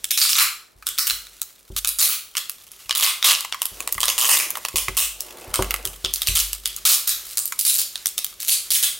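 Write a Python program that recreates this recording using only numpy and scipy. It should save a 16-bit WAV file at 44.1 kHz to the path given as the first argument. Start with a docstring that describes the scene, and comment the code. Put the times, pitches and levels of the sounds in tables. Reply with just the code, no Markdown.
"""Packing tape is pulled off its roll and wound round a cardboard tube, just above a wooden table in a small room.
The glue lets go in single cracks and in rips of many slips; each slip is a noise burst ringing film and core.
Fingers tap the core and crinkle the tape; the roll slides, and bumps ring the modes of the table.
Faint air noise lies behind. A limiter flattens each crack and lets the room swell after it."""
import sys
import numpy as np
from scipy import signal
from scipy.fft import rfft, irfft, next_fast_len
from scipy.io import wavfile
from scipy.ndimage import uniform_filter1d, minimum_filter1d

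SR = 44100
rng = np.random.default_rng(int(sys.argv[2]) if len(sys.argv) > 2 else 0)


def generate_wav(signal):
    """Clip the signal to [-1, 1] and save it as 16-bit WAV at the path in sys.argv[1]."""
    frames = np.transpose(np.atleast_2d(signal))
    scaled = np.clip(frames, -1, 1) * 32767
    pcm = np.round(scaled).astype(np.int16)
    wavfile.write(sys.argv[1], SR, pcm)


N = 396459
SAMPLES_PER_MS = SR / 1000
TIME_S = np.arange(N) / SR


def undb(db):
    """Amplitude factor of a level in dB."""
    return 10 ** (np.asarray(db) / 20)


def unit(x):
    """Scale each row to an energy of one."""
    return x / np.sqrt(np.sum(np.abs(x) ** 2, axis=-1, keepdims=True))


def noise(gain):
    """Noise of standard deviation one whose spectrum follows gain(Hz)."""
    size = next_fast_len(N)
    hz = np.maximum(np.fft.rfftfreq(size, 1 / SR), 1)
    x = irfft(rfft(rng.standard_normal(size)) * gain(hz))[:N]
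    return x / x.std()


def resonance(hz, centre_hz, width_hz):
    """Complex response of one damped resonance, gain one at its centre."""
    return 1 / (1 + 1j * (hz ** 2 - centre_hz ** 2) / (hz * width_hz))


def lowpass(x, order, corner_hz):
    """Butterworth low-pass."""
    return signal.sosfilt(signal.butter(order, corner_hz, fs=SR, output="sos"), x)


def decay(t, t60_s):
    """Exponential decay by 60 dB in t60_s."""
    return np.exp(-np.log(1000) * t / t60_s)


def add(track, s, sound):
    """Mix a sound into the track at time s."""
    i = int(np.clip(s * SR, 0, N - 1))
    track[..., i:i + sound.shape[-1]] += sound[..., :N - i]


# Spectrum of the room air. Each row: frequency in Hz, relative density in dB per Hz.
AIR_SPECTRUM = [(30, -26), (120, -7), (500, -4), (2000, -14.5), (15000, -77)]
AIR_DB = -67


def air(side_db=1):
    """Faint steady room background: shaped noise, independent in mid and side."""
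    hz_points, db_points = np.transpose(AIR_SPECTRUM)

    def gain(hz):
        return undb(np.interp(np.log(hz), np.log(hz_points), db_points))

    mid, side = noise(gain), noise(gain)
    return undb(AIR_DB) * (mid + undb(side_db) * np.array([side, -side]))


# Modes of the table. Each row: frequency in Hz, relative level in dB, t60 in seconds.
TABLE_MODES = [(48.2, 9, 0.92), (83.3, 5.5, 0.3), (111, 12.5, 0.082), (193, -0.5, 0.28),
               (381.5, 14.5, 0.18), (532, 12.5, 0.12), (618, 1, 0.24), (970, 16, 0.048), (1060, 11, 0.052)]
# How busily the fingers work the tape, stirring table and film. Each row: time in seconds, relative level in dB.
HAND_ACTIVITY = [(0.0, -39), (0.75, -60), (0.9, -40), (1.6, -51), (2.8, -44.5), (3.75, -43.5),
                 (4.65, -38.5), (5.2, -41.5), (6.8, -37), (7.9, -42), (9.0, -39)]


def leaning(rumble_db=-21):
    """The working hands lean on the table and keep its modes faintly stirring."""
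    def gain(hz):
        modes = sum(undb(db) * t60_s * resonance(hz, mode_hz, 9.0 / t60_s)
                    for mode_hz, db, t60_s in TABLE_MODES)
        return modes / (1 + hz / 900)

    activity_db = np.interp(TIME_S, *np.transpose(HAND_ACTIVITY))
    return noise(gain) * undb(activity_db + rumble_db)


# Roll and knuckles meet the table. Each row: time in seconds, relative level in dB, hardness as corner in Hz.
TABLE_BUMPS = [(0.301, -58.5, 604), (0.756, -62, 117), (1.1, -54, 150), (1.702, -45, 215),
               (2.856, -65, 129), (3.718, -56, 200), (3.955, -50, 170), (4.742, -45, 393),
               (4.884, -44.5, 343.2), (5.478, -49, 186), (5.592, -34, 1110), (5.855, -46.5, 288),
               (6.044, -47, 625), (6.285, -32.5, 90.9)]


def bumps(thud_db=22, thud_decay_s=0.036):
    """Blows ring the table top and thud briefly; a soft contact reaches only the lowest modes."""
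    track, t = np.zeros(N), TIME_S[:SR]
    hz, mode_db, t60_s = np.transpose(TABLE_MODES)[:, :, None]
    ring = np.sum(undb(mode_db) * np.sin(2 * np.pi * hz * t) * decay(t, t60_s), axis=0)
    thud_band = signal.butter(2, [60, 1200], "band", fs=SR, output="sos")
    for s, db, corner_hz in TABLE_BUMPS:
        thud = signal.sosfilt(thud_band, rng.standard_normal(SR))
        blow = ring + undb(thud_db) * thud * np.exp(-t / thud_decay_s)
        add(track, s, undb(db) * lowpass(blow, 2, corner_hz))
    return track


# The roll slides in the hand and on the wood. Each row: start in seconds, length in seconds, relative level in dB.
ROLL_SLIDES = [(3.672, 0.29, -49), (4.05, 0.66, -47.5), (5.114, 0.93, -45)]


def slides(grain_db=2.47, grain_hz=40):
    """Dull, grainy friction of the roll, swelling and fading."""
    track = np.zeros(N)
    for s, length_s, db in ROLL_SLIDES:
        add(track, s, undb(db) * np.sqrt(np.hanning(int(length_s * SR))))
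    grip = undb(grain_db * noise(lambda hz: 1 / (1 + (hz / grain_hz) ** 2)))
    return track * grip * noise(lambda hz: resonance(hz, 520.5, 480) * resonance(hz, 560, 5113))


GRAIN_SAMPLES = 512


def causal(power):
    """The promptest (minimum-phase) response that has this power spectrum."""
    cepstrum = irfft(np.log(power + 1e-12))
    cepstrum[:, 0] /= 2
    return np.exp(rfft(cepstrum[:, :GRAIN_SAMPLES], 2 * GRAIN_SAMPLES))


# The film's ring follows its free length and tension. Each row: time in seconds, frequency in Hz.
FILM_RING = [(.11, 3440), (.3, 4340), (2.11, 3790), (2.37, 2850), (3.25, 3550), (3.34, 3070), (5.7, 2900),
             (6.1, 3360), (7.1, 4250), (7.7, 4860), (8.2, 4040)]
# The core's ring shifts with the grip and sounds hollower as its opening turns to the microphones.
# Each row: time in seconds, frequency in Hz, hollow knock in dB.
CORE_RING = [(0.4, 1307, -44), (2.0, 1315, -27), (3.1, 1140, -26.5), (4.3, 1065, -18), (6.5, 1262, -28)]


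def slips(s, db, sizzle_db, core_db, decay_s, scatter_db):
    """Each slip is a tiny burst of snapping glue threads that rings film and core.
    0 dB is unit power for 1 ms. Returns the sound aimed at the microphones and that spread into the room."""
    t = np.arange(GRAIN_SAMPLES) / SR
    hz = np.maximum(np.fft.rfftfreq(2 * GRAIN_SAMPLES, 1 / SR), 1)
    chance = rng.standard_normal((len(s), GRAIN_SAMPLES + 5))
    force = chance[:, 5:] * (np.exp(-t / decay_s) + undb(-18.0) * np.exp(-t / 0.0043))
    patch_luck, film_luck, sizzle_luck, core_luck, pitch_luck = chance[:, :5].T[:, :, None]

    film_hz = np.interp(s, *np.transpose(FILM_RING))[:, None] * np.exp(0.13 * pitch_luck)
    film_ring = unit(abs(resonance(hz, film_hz, film_hz / 5)) ** 2)
    film_broad = unit(abs(resonance(hz, 3836, 6500)) ** 3)
    film = unit(np.hypot(film_ring, film_broad))

    core_s, *core_curves = np.transpose(CORE_RING)
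    core_hz, hollow_db = (np.interp(s, core_s, curve)[:, None] for curve in core_curves)
    core_low = abs(resonance(hz, core_hz, core_hz / 3)) ** 2
    core_high = abs(resonance(hz, 1.81 * core_hz, 380)) ** 2
    core = unit(core_low + 0.51 * core_high)

    # each slip frees a patch of another size, which adds its own high ring to the broad sizzle
    patch = abs(resonance(hz, 10000 * np.exp(patch_luck / 3), 2130))
    sizzle = unit(abs(resonance(hz, 10340, 26000)) ** 3 * (1 + patch))
    # the tug on the tape also gives a faint hollow knock in the roll
    hollow = unit(abs(resonance(hz, 639, 484)) ** 2) * undb(hollow_db)

    film = film * undb(scatter_db * film_luck)
    sizzle = sizzle * undb(sizzle_db[:, None] + scatter_db * sizzle_luck)
    core = core * undb(core_db[:, None] + scatter_db * core_luck)
    colour = causal(hollow ** 2 + film ** 2 + sizzle ** 2 + core ** 2)

    # the room gathers all directions, so the ripple of the single burst partly averages out there
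    burst = rfft(unit(force), 2 * GRAIN_SAMPLES)
    sounds = unit(irfft(np.stack([burst * colour, (1 + burst) * colour], axis=1)))
    track = np.zeros((2, N))
    for start, size, sound in zip(s, undb(db) * np.sqrt(SAMPLES_PER_MS), sounds):
        add(track, start, size * sound)
    return track


def crinkle(count=600, uneven_db=1.0, tick_db=4, hiss_db=-9, wander_db=3.5, wander_hz=6):
    """Sparse little ticks of creasing film over the hiss of fingers on the tape."""
    activity = np.transpose(HAND_ACTIVITY)
    s = rng.uniform(0, N / SR, count)
    big, bright = np.clip(rng.standard_normal((2, count)), -2, 2)
    db = np.interp(s, *activity) + tick_db + uneven_db * big
    ticks = slips(s, db, 4 + 4 * bright, np.full(count, -9.), decay_s=0.003, scatter_db=0.5)
    hiss = noise(lambda hz: resonance(hz, 4700, 15000) * resonance(hz, 4500, 19000))
    pressure_db = wander_db * noise(lambda hz: 1 / (1 + (hz / wander_hz) ** 2))
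    return ticks + hiss * undb(np.interp(TIME_S, *activity) + hiss_db + pressure_db)


# Fingers tap the cardboard. Each row: time in seconds, energy in dB.
CORE_TAPS = [(0.825, -31.5), (2.3522, -20.5), (3.448, -18), (3.5446, -17.5), (3.9494, -26.5), (3.98, -15.5),
             (4.5542, -18), (4.571, -18), (4.6848, -17.5), (4.883, -11.5), (7.5228, -15)]


def taps(sizzle_db=2, core_db=4):
    """A finger knocks the core, which rings more than the film."""
    s, db = np.transpose(CORE_TAPS)
    return slips(s, db, np.full(len(s), sizzle_db), np.full(len(s), core_db), decay_s=0.0031, scatter_db=2.5)


# One rip for each pull on the tape. Each row: start in seconds, length in seconds, slips per second, power in dB.
TAPE_RIPS = [(0.175, 0.085, 140, -2.5), (0.293, 0.11, 104.3, -5.5), (1.764, 0.028, 2000, -23.5),
             (1.987, 0.13, 69, -4.5), (2.951, 0.069, 108, -13), (3.025, 0.043, 345, -5),
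             (3.243, 0.077, 2170, -8.5), (3.327, 0.025, 240, -14), (4.18, 0.23, 142, -2.5),
             (4.758, 0.045, 149, -10.5), (4.969, 0.045, 173, -5), (6.353, 0.056, 384, -9),
             (6.852, 0.099, 1240, -6), (7.254, 0.11, 437, -39.5), (7.373, 0.029, 149.2, -11.5),
             (7.651, 0.17, 180, -5), (8.402, 0.08, 402, -31), (8.482, 0.02, 332, -0.5),
             (8.705, 0.064, 448, -8.5), (8.827, 0.017, 332, -3.5)]
# How the hands hold the roll sets the colour of the peeling.
# Each row: time in seconds, cardboard core in dB (before any easing with crack energy), sizzle of a rip in dB.
GRIP_COLOUR = [(0.099, -27, 5), (0.38, -12, 1.5), (2.0, -15.5, 7), (3.3, -12, -1), (4.3, -9, 9),
               (5.0, -12.5, 7.5), (5.7, -4.5, 24), (6.1, -20.5, 7.5), (6.9, -14, 7.5), (7.7, -26.5, 10.5)]
BREAK_DB = 3  # the slip that starts a rip, above an average one
SAG_DB = 1.5  # a rip weakens by this much as the tape goes slack


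def rips(uneven_db=6, jitter=.4, patchy_db=2.5, patch_hz=70):
    """The tape breaks away with a crack, then sticks and slips unevenly: the faster, the smaller and more even."""
    rows = []
    for start, length_s, rate_hz, power_db in TAPE_RIPS:
        count = int(np.clip(length_s * rate_hz, 2, 256))
        late, big = rng.standard_normal((2, 256))[:, :count]
        along = np.abs(np.arange(count) + jitter * late) / count
        slip_db = uneven_db * big * np.cbrt(300 / rate_hz) - SAG_DB * along
        # share the energy of the whole rip among its slips
        size = unit(undb(slip_db)) * np.sqrt(length_s * SR / SAMPLES_PER_MS)
        average_db = power_db + 10 * np.log10(SR / SAMPLES_PER_MS / rate_hz)
        rows.append((start, average_db + BREAK_DB))
        rows += zip(start + length_s * along, power_db + 20 * np.log10(size))
    s, db = np.transpose(rows)
    # the glue holds in patches, so the rip catches and runs
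    patches = noise(lambda hz: abs(resonance(hz, patch_hz, patch_hz)) ** 2)
    db = db + patchy_db * np.interp(s, TIME_S, patches)
    grip_s, core_db, sizzle_db = np.transpose(GRIP_COLOUR)
    return slips(s, db, np.interp(s, grip_s, sizzle_db), np.interp(s, grip_s, core_db),
                 decay_s=0.0004, scatter_db=3.0)


# Single cracks of the glue between the pulls. Each row: time in seconds, energy in dB, treble sizzle in dB.
GLUE_CRACKS = [(0.0426, -11, 2), (0.108, 7.5, 7), (0.3976, 0, -2.5), (0.4263, -4, 5), (0.8682, -1, 8),
               (0.985, 9, 3), (1.0698, 5, 7.5), (1.099, 1.5, -3.5), (1.269, -32.5, -3), (1.4167, -11, 8),
               (1.8473, -6, -3), (1.8739, 3.5, 7), (2.3689, 0, 0.5), (2.4959, -14.5, 17), (2.7173, -29, 15),
               (2.8943, -15.5, -7), (2.909, -5.5, -12), (3.2266, -9.5, -9), (3.4071, -16, 7),
               (3.5246, -13.5, -27), (3.6183, -6.5, 4), (3.655, -9, 15), (3.8045, -16, 7),
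               (3.8754, -12.5, -2.5), (3.925, -8.5, 18), (4.0046, -2.5, 4), (4.0314, 1.5, -3.5),
               (4.0554, -11, 9), (4.082, 5.5, 4), (4.5048, -12, 12), (4.6505, -11.5, 1), (5.206, -14, 27),
               (5.541, 2, 4.5), (5.6237, -11.5, 0), (5.7081, -10, 1), (5.7413, -10, 2), (5.8529, -6.5, 6.5),
               (6.0477, -3, -14), (6.1378, -2, 19), (6.2187, -5.5, 4.5), (6.2718, 6.5, 2.5),
               (6.5311, -12, 7), (6.6572, -3, 8.5), (6.764, -18, 27), (7.0756, 10.5, 6.5),
               (7.456, -6, 35.5), (7.5915, 5, 15), (7.9564, -15.5, -7), (8.058, -8, 3.5),
               (8.0695, -7.5, 16), (8.1796, -3, 0), (8.245, -10, 12)]
# first and last thread: typical time from the crack, level relative to it
BEFORE_S, BEFORE_DB = 0.004, -29
AFTER_S, AFTER_DB = 0.012, -12.5
CORE_DB_PER_DB = 0.2153  # the harder a crack, the less of it is the cardboard core


def cracks():
    """A first thread of glue gives, the taut tape jumps off the roll in one go, and a last thread follows."""
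    s, db, sizzle_db = np.transpose(GLUE_CRACKS)
    grip_s, grip_db, _ = np.transpose(GRIP_COLOUR)
    core_db = np.interp(s, grip_s, grip_db) - CORE_DB_PER_DB * db
    lead, lag = rng.uniform(.5, 1.8, (len(s), 2)).T
    stages = [(s - BEFORE_S * lead, db + BEFORE_DB), (s, db), (s + AFTER_S * lag, db + AFTER_DB)]
    return sum(slips(at, energy_db, sizzle_db, core_db, decay_s=0.0014, scatter_db=1.5)
               for at, energy_db in stages)


def room(direct, spread, tail_db=-11.5, wall_db=-14.0, wall_s=0.0082, t60_low_s=0.4, t60_high_s=0.33,
         wide_db=-9, wall_side_db=-19):
    """One slap from the near wall and a short bright tail; the two close microphones hear nearly the same."""
    t = TIME_S[:SR // 2]
    white = rng.standard_normal((2, len(t)))
    low = lowpass(white, 1, 4500)
    tails = low * decay(t, t60_low_s) + (white - low) * decay(t, t60_high_s)
    tails = undb(tail_db) * unit(tails * (1 - np.exp(-t / 0.00098)))
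    mid, side = signal.fftconvolve(spread[None], tails, axes=1)[:, :N]
    add(mid, 0, direct)
    add(mid, wall_s, undb(wall_db) * direct)
    side = undb(wide_db) * lowpass(side, 1, 9000)
    # the slap arrives from one side
    add(side, wall_s, -undb(wall_side_db) * direct)
    return np.array([mid + side, mid - side])


def scene():
    """Tape and hands in the room, table under the microphones."""
    direct, spread = cracks() + taps() + crinkle() + slides() + rips()
    # the bumps arrive through the table itself, alike in both channels
    return room(direct, spread) + bumps() + leaning() + air()


def record(dry, ceiling_db=-3, release_s=0.008, ahead_s=0.001, makeup_db=2.5, low_cut_hz=30, top_hz=15900):
    """A limiter ducks just ahead of each peak and recovers quickly; the rest is rounded, bottom and top are cut."""
    ahead = max(int(ahead_s * SR), 1)
    peak = np.abs(dry).max(axis=0) + 1e-9
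    allowed = minimum_filter1d(np.minimum(1, undb(ceiling_db) / peak), 2 * ahead)
    # the deepest recent cut dies away exponentially
    elapsed = TIME_S / release_s
    cut = np.exp(np.maximum.accumulate(np.log(1 - allowed + 1e-12) + elapsed) - elapsed)
    limited = dry * uniform_filter1d(1 - cut, 2 * ahead) * undb(makeup_db)
    rounded = 1.36 * np.tanh(limited / 1.55)
    rounded = signal.sosfilt(signal.butter(3, low_cut_hz, "high", fs=SR, output="sos"), rounded)
    return signal.sosfilt(signal.ellip(8, .2, 70, top_hz, fs=SR, output="sos"), rounded)


dry = scene()
out = record(dry)
generate_wav(out)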